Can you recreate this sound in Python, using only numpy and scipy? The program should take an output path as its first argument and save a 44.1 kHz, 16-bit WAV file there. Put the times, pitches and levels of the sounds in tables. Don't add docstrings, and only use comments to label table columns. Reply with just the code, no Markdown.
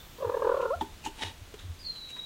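import sys
import numpy as np
from scipy import signal
from scipy.fft import rfft, irfft
from scipy.io import wavfile
from scipy.ndimage import uniform_filter1d

SR = 44100
rng = np.random.default_rng(int(sys.argv[2]) if len(sys.argv) > 2 else 0)


def wav_record(signal):
    frames = np.transpose(np.atleast_2d(signal))
    bounded = np.clip(frames, -1, 1)
    quanta = np.round(bounded * 32767).astype(np.int16)
    wavfile.write(sys.argv[1], SR, quanta)


N = 99225
T = np.arange(N) / SR

# time_s, pitch_hz, level_db
VOICE_CONTOUR = [(.185, 500, -41), (.196, 534.5, -37), (.226, 571.5, -24), (.251, 501.5, -22),
                 (.274, 464.9, -30.5), (.298, 479, -20.5), (.32, 500, -29.5), (.346, 522, -20.5),
                 (.374, 470.5, -24), (.399, 504, -30), (.424, 529.1, -19), (.452, 476.7, -19),
                 (.5, 512.2, -17.5), (.57, 549, -21), (.634, 511.7, -22.5), (.66, 551, -20.5),
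                 (.686, 464.8, -34.5), (.709, 512.4, -22.5), (.75, 728.5, -24.5), (.762, 738, -56)]
# time_s, rate_hz, depth_share
VOICE_ROLL = [(.208, 46.5, .7), (.3, 42.3, .92), (.385, 36.8, .92), (.46, 42.5, .85), (.53, 39.3, .9),
              (.61, 34, .87), (.68, 39.5, .78), (.725, 38, .1)]
# frequency_hz, gain_db
THROAT_RESPONSE = [(400, 2.5), (720, -5), (860, -7.5), (1040, -8), (1200, -18.5), (1380, -19.5),
                   (1520, -35), (1750, -46), (2000, -55), (2600, -35.5), (4000, -83)]
# time_s, centre_hz, noise_gain_db
MOUTH_FORMANT = [(.24, 1660, -21.5), (.43, 1700, -17), (.49, 1426, -18), (.67, 1363, -10)]
# frequency_hz, relative_density_db
RASP_SPECTRUM = [(200, -68), (400, 11.5), (600, -1.5), (760, -2.5), (950, -3.5), (1200, 4.5), (1450, -23),
                 (1700, -8), (2000, -23.5), (2600, -21), (4000, -30.5), (12000, -66)]
# start_s, level_db, brightness_db_per_octave
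PAW_KNOCKS = [(0.8094, -22.5, 0), (1.04, -44, 0), (1.06, -27.5, 1)]
# frequency_hz, gain_db, swell_s, t60_s
PANEL_MODES = [(257, -14.5, 0.0044, 0.11), (322.4, -10.5, .013, .075), (399, -18.5, 0.019, 0.11),
               (836, -13, 0.0043, .04), (877.7, 2, 0.0069, 0.029), (943, -7, 0.0045, 0.052),
               (1310, -21, .0015, 0.037), (1813, -20.5, 0.0051, 0.047)]
# frequency_hz, relative_density_db
PAD_SPECTRUM = [(230, 2.5), (1200, -10), (3000, -27)]
# peak_s, level_db, rise_s, fall_s, tilt_db_per_octave, resonance_hz
FUR_SCUFFS = [(0.617, -41.5, 0.0049, 0.012, -4, 2620), (0.811, -41, 0.0025, 0.016, -0.5, 3430),
              (1.054, -37.5, 0.0062, 0.011, 3, 2600), (1.067, -39.5, 0.015, .014, 3, 2870),
              (1.23, -49, 0.048, 0.051, 0.5, 9270), (1.958, -47.5, 0.0029, 0.011, -1.5, 3050),
              (1.592, -48.5, 0.0046, 0.04, -0.5, 3640), (2.106, -46.5, 0.011, 0.013, 3, 2560),
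              (2.166, -47.5, 0.0043, 0.023, -3, 1010)]
# frequency_hz, relative_density_db
SCUFF_SPECTRUM = [(200, -7), (600, -11.5), (1500, -3), (3800, -2.5), (5000, -10), (7000, -6), (14500, -32)]
# peak_s, level_db, rise_s, fall_s
CLAW_SLIPS = [(1.195, -44, .022, .012), (1.222, -35, .008, .006), (1.2345, -24.5, .0035, .0035),
              (1.26, -37.5, .014, .03)]
# frequency_hz, relative_density_db
SCRAPE_SPECTRUM = [(150, -7), (260, 4), (600, -8), (1200, -11), (2800, -2), (6200, -13), (13500, -35)]
# centre_hz, half_width_hz, boost_db
FRAME_RESONANCES = [(889, 83, 22), (1840, 104, 10), (2900, 49, 9), (3340, 43, 9), (3795, 100, 12.5)]
# peak_s, level_db, rise_s, fall_s, pitch_hz
BODY_THUDS = [(0.271, -32.5, 0.0074, 0.016, 94.4), (0.763, -37, 0.0079, 0.049, 80.4),
              (1.255, -36, 0.01, 0.032, 90), (1.422, -39.5, .012, 0.017, 93),
              (1.657, -34.5, 0.013, 0.023, 90.4), (1.702, -30.5, 0.01, 0.028, 84.3)]
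# time_s, pitch_hz, level_db
WHISTLE_MAIN = [(1.83, 4320, -58), (1.868, 4270, -36.5), (1.908, 4162, -39), (1.93, 4107, -44.5),
                (1.98, 3990, -42), (2.021, 3960, -40.5), (2.045, 3932, -46.5), (2.188, 3844, -38.5),
                (2.25, 3873, -41)]
# time_s, pitch_hz, level_db
WHISTLE_UPPER = [(1.79, 4830, -52), (1.808, 4930, -53), (1.845, 4600, -47.5), (1.875, 4430, -38)]
# frequency_hz, relative_density_db
AIR_SPECTRUM = [(130, -2), (500, -10), (2200, -14.5), (3600, -12.5), (5000, -19), (6500, -18.5),
                (10000, -24.5), (15500, -27)]
# frequency_hz, relative_density_db
RUMBLE_SPECTRUM = [(20, -1.5), (80, -2.5), (120, -16), (600, -48)]
# time_s, level_db
RUMBLE_CONTOUR = [(0, -52.5), (1.8, -53.5), (2, -60)]
# time_s, level_db
HISS_CONTOUR = [(0, -57), (1, -76)]


def chirrup():
    pitch_hz, level_db = curves(VOICE_CONTOUR)
    roll_hz, depth = curves(VOICE_ROLL)
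    mouth_hz, mouth_db = curves(MOUTH_FORMANT)
    first_opening_s, mouth_width_hz, mouth_boost_db = .2082, 207, 13.5
    turns = np.cumsum(roll_hz) / SR
    turns = turns - np.interp(first_opening_s, T, turns) + .03 * wander(59.6)
    roll = np.cos(2 * np.pi * turns)
    closure = depth * (.5 - .5 * np.tanh(2.08 * (roll - .358)))
    arch = .13 * depth * (np.maximum(roll, 0) - .8)
    jitter = .0336 * depth * wander(370)
    pitch_hz = pitch_hz * (1 + arch - .05 * closure ** 2 + jitter)
    phase = 2 * np.pi * np.cumsum(pitch_hz) / SR
    tone = 0
    for k in range(1, 8):
        formant = amp(mouth_boost_db / (1 + (2 * (k * pitch_hz - mouth_hz) / mouth_width_hz) ** 2))
        shimmer = amp(1.3 * depth * wander(260))
        tone += amp(spectrum_db(THROAT_RESPONSE, k * pitch_hz)) * formant * shimmer * np.sin(k * phase)
    baseband = wander(mouth_width_hz) + 1j * wander(mouth_width_hz)
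    mouth_noise = (baseband * np.exp(2j * np.pi * np.cumsum(mouth_hz) / SR)).real / 2
    breath = amp(-13.5) * noise(RASP_SPECTRUM) + amp(mouth_db) * mouth_noise
    rasp = depth * (1 - .69 * closure) * breath
    sounding = (T > VOICE_CONTOUR[0][0]) & (T < VOICE_CONTOUR[-1][0])
    gate = uniform_filter1d(1. * sounding, size=200)
    return gate * amp(level_db) * ((1 - closure) * tone + rasp)


def panel_knocks():
    out = 0
    for start_s, level_db, brightness in PAW_KNOCKS:
        for hz, mode_db, swell_s, t60_s in PANEL_MODES:
            gain = amp(level_db + mode_db + brightness * max(np.log2(hz / 900), 0))
            bend = .14 if hz < 500 else 0
            out += gain * damped_mode(start_s, hz, swell_s, t60_s, bend)
        pad = burst(start_s + .0081, rise_s=.0024, fall_s=.022) * noise(PAD_SPECTRUM)
        out += amp(level_db - 18.5) * pad
    return out


def fur_scuffs():
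    boost_db, width_octaves, grain_db = 12.5, .17, 1.8
    out, hz = 0, np.geomspace(200, 16000, 200)
    for peak_s, level_db, rise_s, fall_s, tilt, resonance_hz in FUR_SCUFFS:
        resonance_db = boost_db * np.exp(-(np.log2(hz / resonance_hz) / width_octaves) ** 2)
        shape_db = spectrum_db(SCUFF_SPECTRUM, hz) + resonance_db
        out += amp(level_db) * burst(peak_s, rise_s, fall_s) * noise(np.c_[hz, shape_db], tilt)
    return amp(grain_db * wander(900)) * out


def claw_scrape():
    force = sum(amp(db) * burst(*timing) for db, timing in ((s[1], (s[0], *s[2:])) for s in CLAW_SLIPS))
    hz = np.geomspace(150, 16000, 900)
    frame_db = sum(db / (1 + ((hz - centre) / width) ** 2) for centre, width, db in FRAME_RESONANCES)
    shape_db = spectrum_db(SCRAPE_SPECTRUM, hz) + frame_db
    grain = amp(2.6 * wander(390))
    return force * grain * noise(np.c_[hz, shape_db])


def body_thuds():
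    return sum(amp(db) * burst(peak_s, rise_s, fall_s) * np.sin(2 * np.pi * hz * (T - peak_s))
               for peak_s, db, rise_s, fall_s, hz in BODY_THUDS)


def paw_step():
    start_s = 1.5395
    tap = damped_mode(start_s, hz=425, swell_s=.002, t60_s=.05)
    tick = burst(start_s + .0016, rise_s=.00099, fall_s=.0077) * noise(SCUFF_SPECTRUM, -3)
    return amp(-37) * tap + amp(-45.5) * tick


def whistle():
    out, settle_s, flutter_db = 0, .22, 2.8
    for note, end_s in ((WHISTLE_UPPER, WHISTLE_UPPER[-1][0]), (WHISTLE_MAIN, np.inf)):
        pitch_hz, level_db = curves(note)
        age = T - note[0][0]
        waver = .018 * np.exp(-np.maximum(age, 0) / settle_s) * wander(550)
        phase = 2 * np.pi * np.cumsum(pitch_hz * (1 + waver)) / SR
        sounding = (age > 0) & (T < end_s)
        out += sounding * amp(level_db + flutter_db * wander(130)) * np.sin(phase)
    return reverberate(out, t60_s=.86, wet_db=-8.5)


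def background():
    high_hiss = amp(curves(HISS_CONTOUR)[0]) * noise([(11590, -50), (12200, 0)])
    whistle_tail = amp(-51) * np.exp(-T / .042) * wander(180) * np.sin(2 * np.pi * 3550 * T)
    air = amp(-54.5 + .5 * wander(1.1)) * noise(AIR_SPECTRUM)
    rumble = amp(curves(RUMBLE_CONTOUR)[0] + 1.5 * wander(5.1)) * noise(RUMBLE_SPECTRUM)
    return air + rumble + high_hiss + whistle_tail


def amp(db):
    return 10 ** (np.asarray(db) / 20)


def curves(table):
    times, *columns = np.array(table, float).T
    return [np.interp(T, times, column) for column in columns]


def spectrum_db(points, hz):
    points_hz, db = np.array(points, float).T
    return np.interp(np.log(hz + 1), np.log(points_hz), db)


def noise(points, tilt_db_per_octave=0):
    hz = np.arange(N // 2 + 1) * SR / N
    ratio = hz / points[0][0]
    tilt_db = tilt_db_per_octave * np.log2(np.maximum(ratio, 1))
    low_cut = np.minimum(ratio, 1) ** 2
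    gain = amp(spectrum_db(points, hz) + tilt_db) * low_cut
    shaped = irfft(rfft(rng.standard_normal(N)) * gain, N)
    return shaped / shaped.std()


def wander(rate_hz):
    span = max(int(SR / rate_hz), 1)
    smooth = uniform_filter1d(uniform_filter1d(rng.standard_normal(N), span), span)
    return smooth / smooth.std()


def burst(peak_s, rise_s, fall_s):
    return np.exp(-np.maximum((peak_s - T) / rise_s, (T - peak_s) / fall_s))


def damped_mode(start_s, hz, swell_s, t60_s, bend=0):
    age, bend_s = np.maximum(T - start_s, 0), .012
    envelope = (1 - np.exp(-(age / swell_s) ** 2)) * np.exp(-np.log(1000) * age / t60_s)
    lag_s = bend * bend_s * (1 - np.exp(-age / bend_s))
    return envelope / envelope.max() * np.sin(2 * np.pi * hz * (age - lag_s))


def reverberate(dry, t60_s, wet_db):
    build_up = 1 - np.exp(-(T / .0099) ** 2)
    tail = rng.standard_normal(N) * np.exp(-np.log(1000) * T / t60_s) * build_up
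    return dry + amp(wet_db) * signal.fftconvolve(dry, tail / np.linalg.norm(tail))[:N]


def scene():
    room_t60_s = .24
    paws = panel_knocks() + fur_scuffs() + claw_scrape()
    voice = reverberate(chirrup(), room_t60_s, wet_db=-14)
    inside = voice + reverberate(paws, room_t60_s, wet_db=-16) + body_thuds()
    return (inside + paw_step() + whistle() + background())[None]


def record(dry):
    cutoff_hz = 15850
    return signal.sosfilt(signal.ellip(10, .2, 70, cutoff_hz, fs=SR, output="sos"), dry)


dry = scene()
out = record(dry)
wav_record(out)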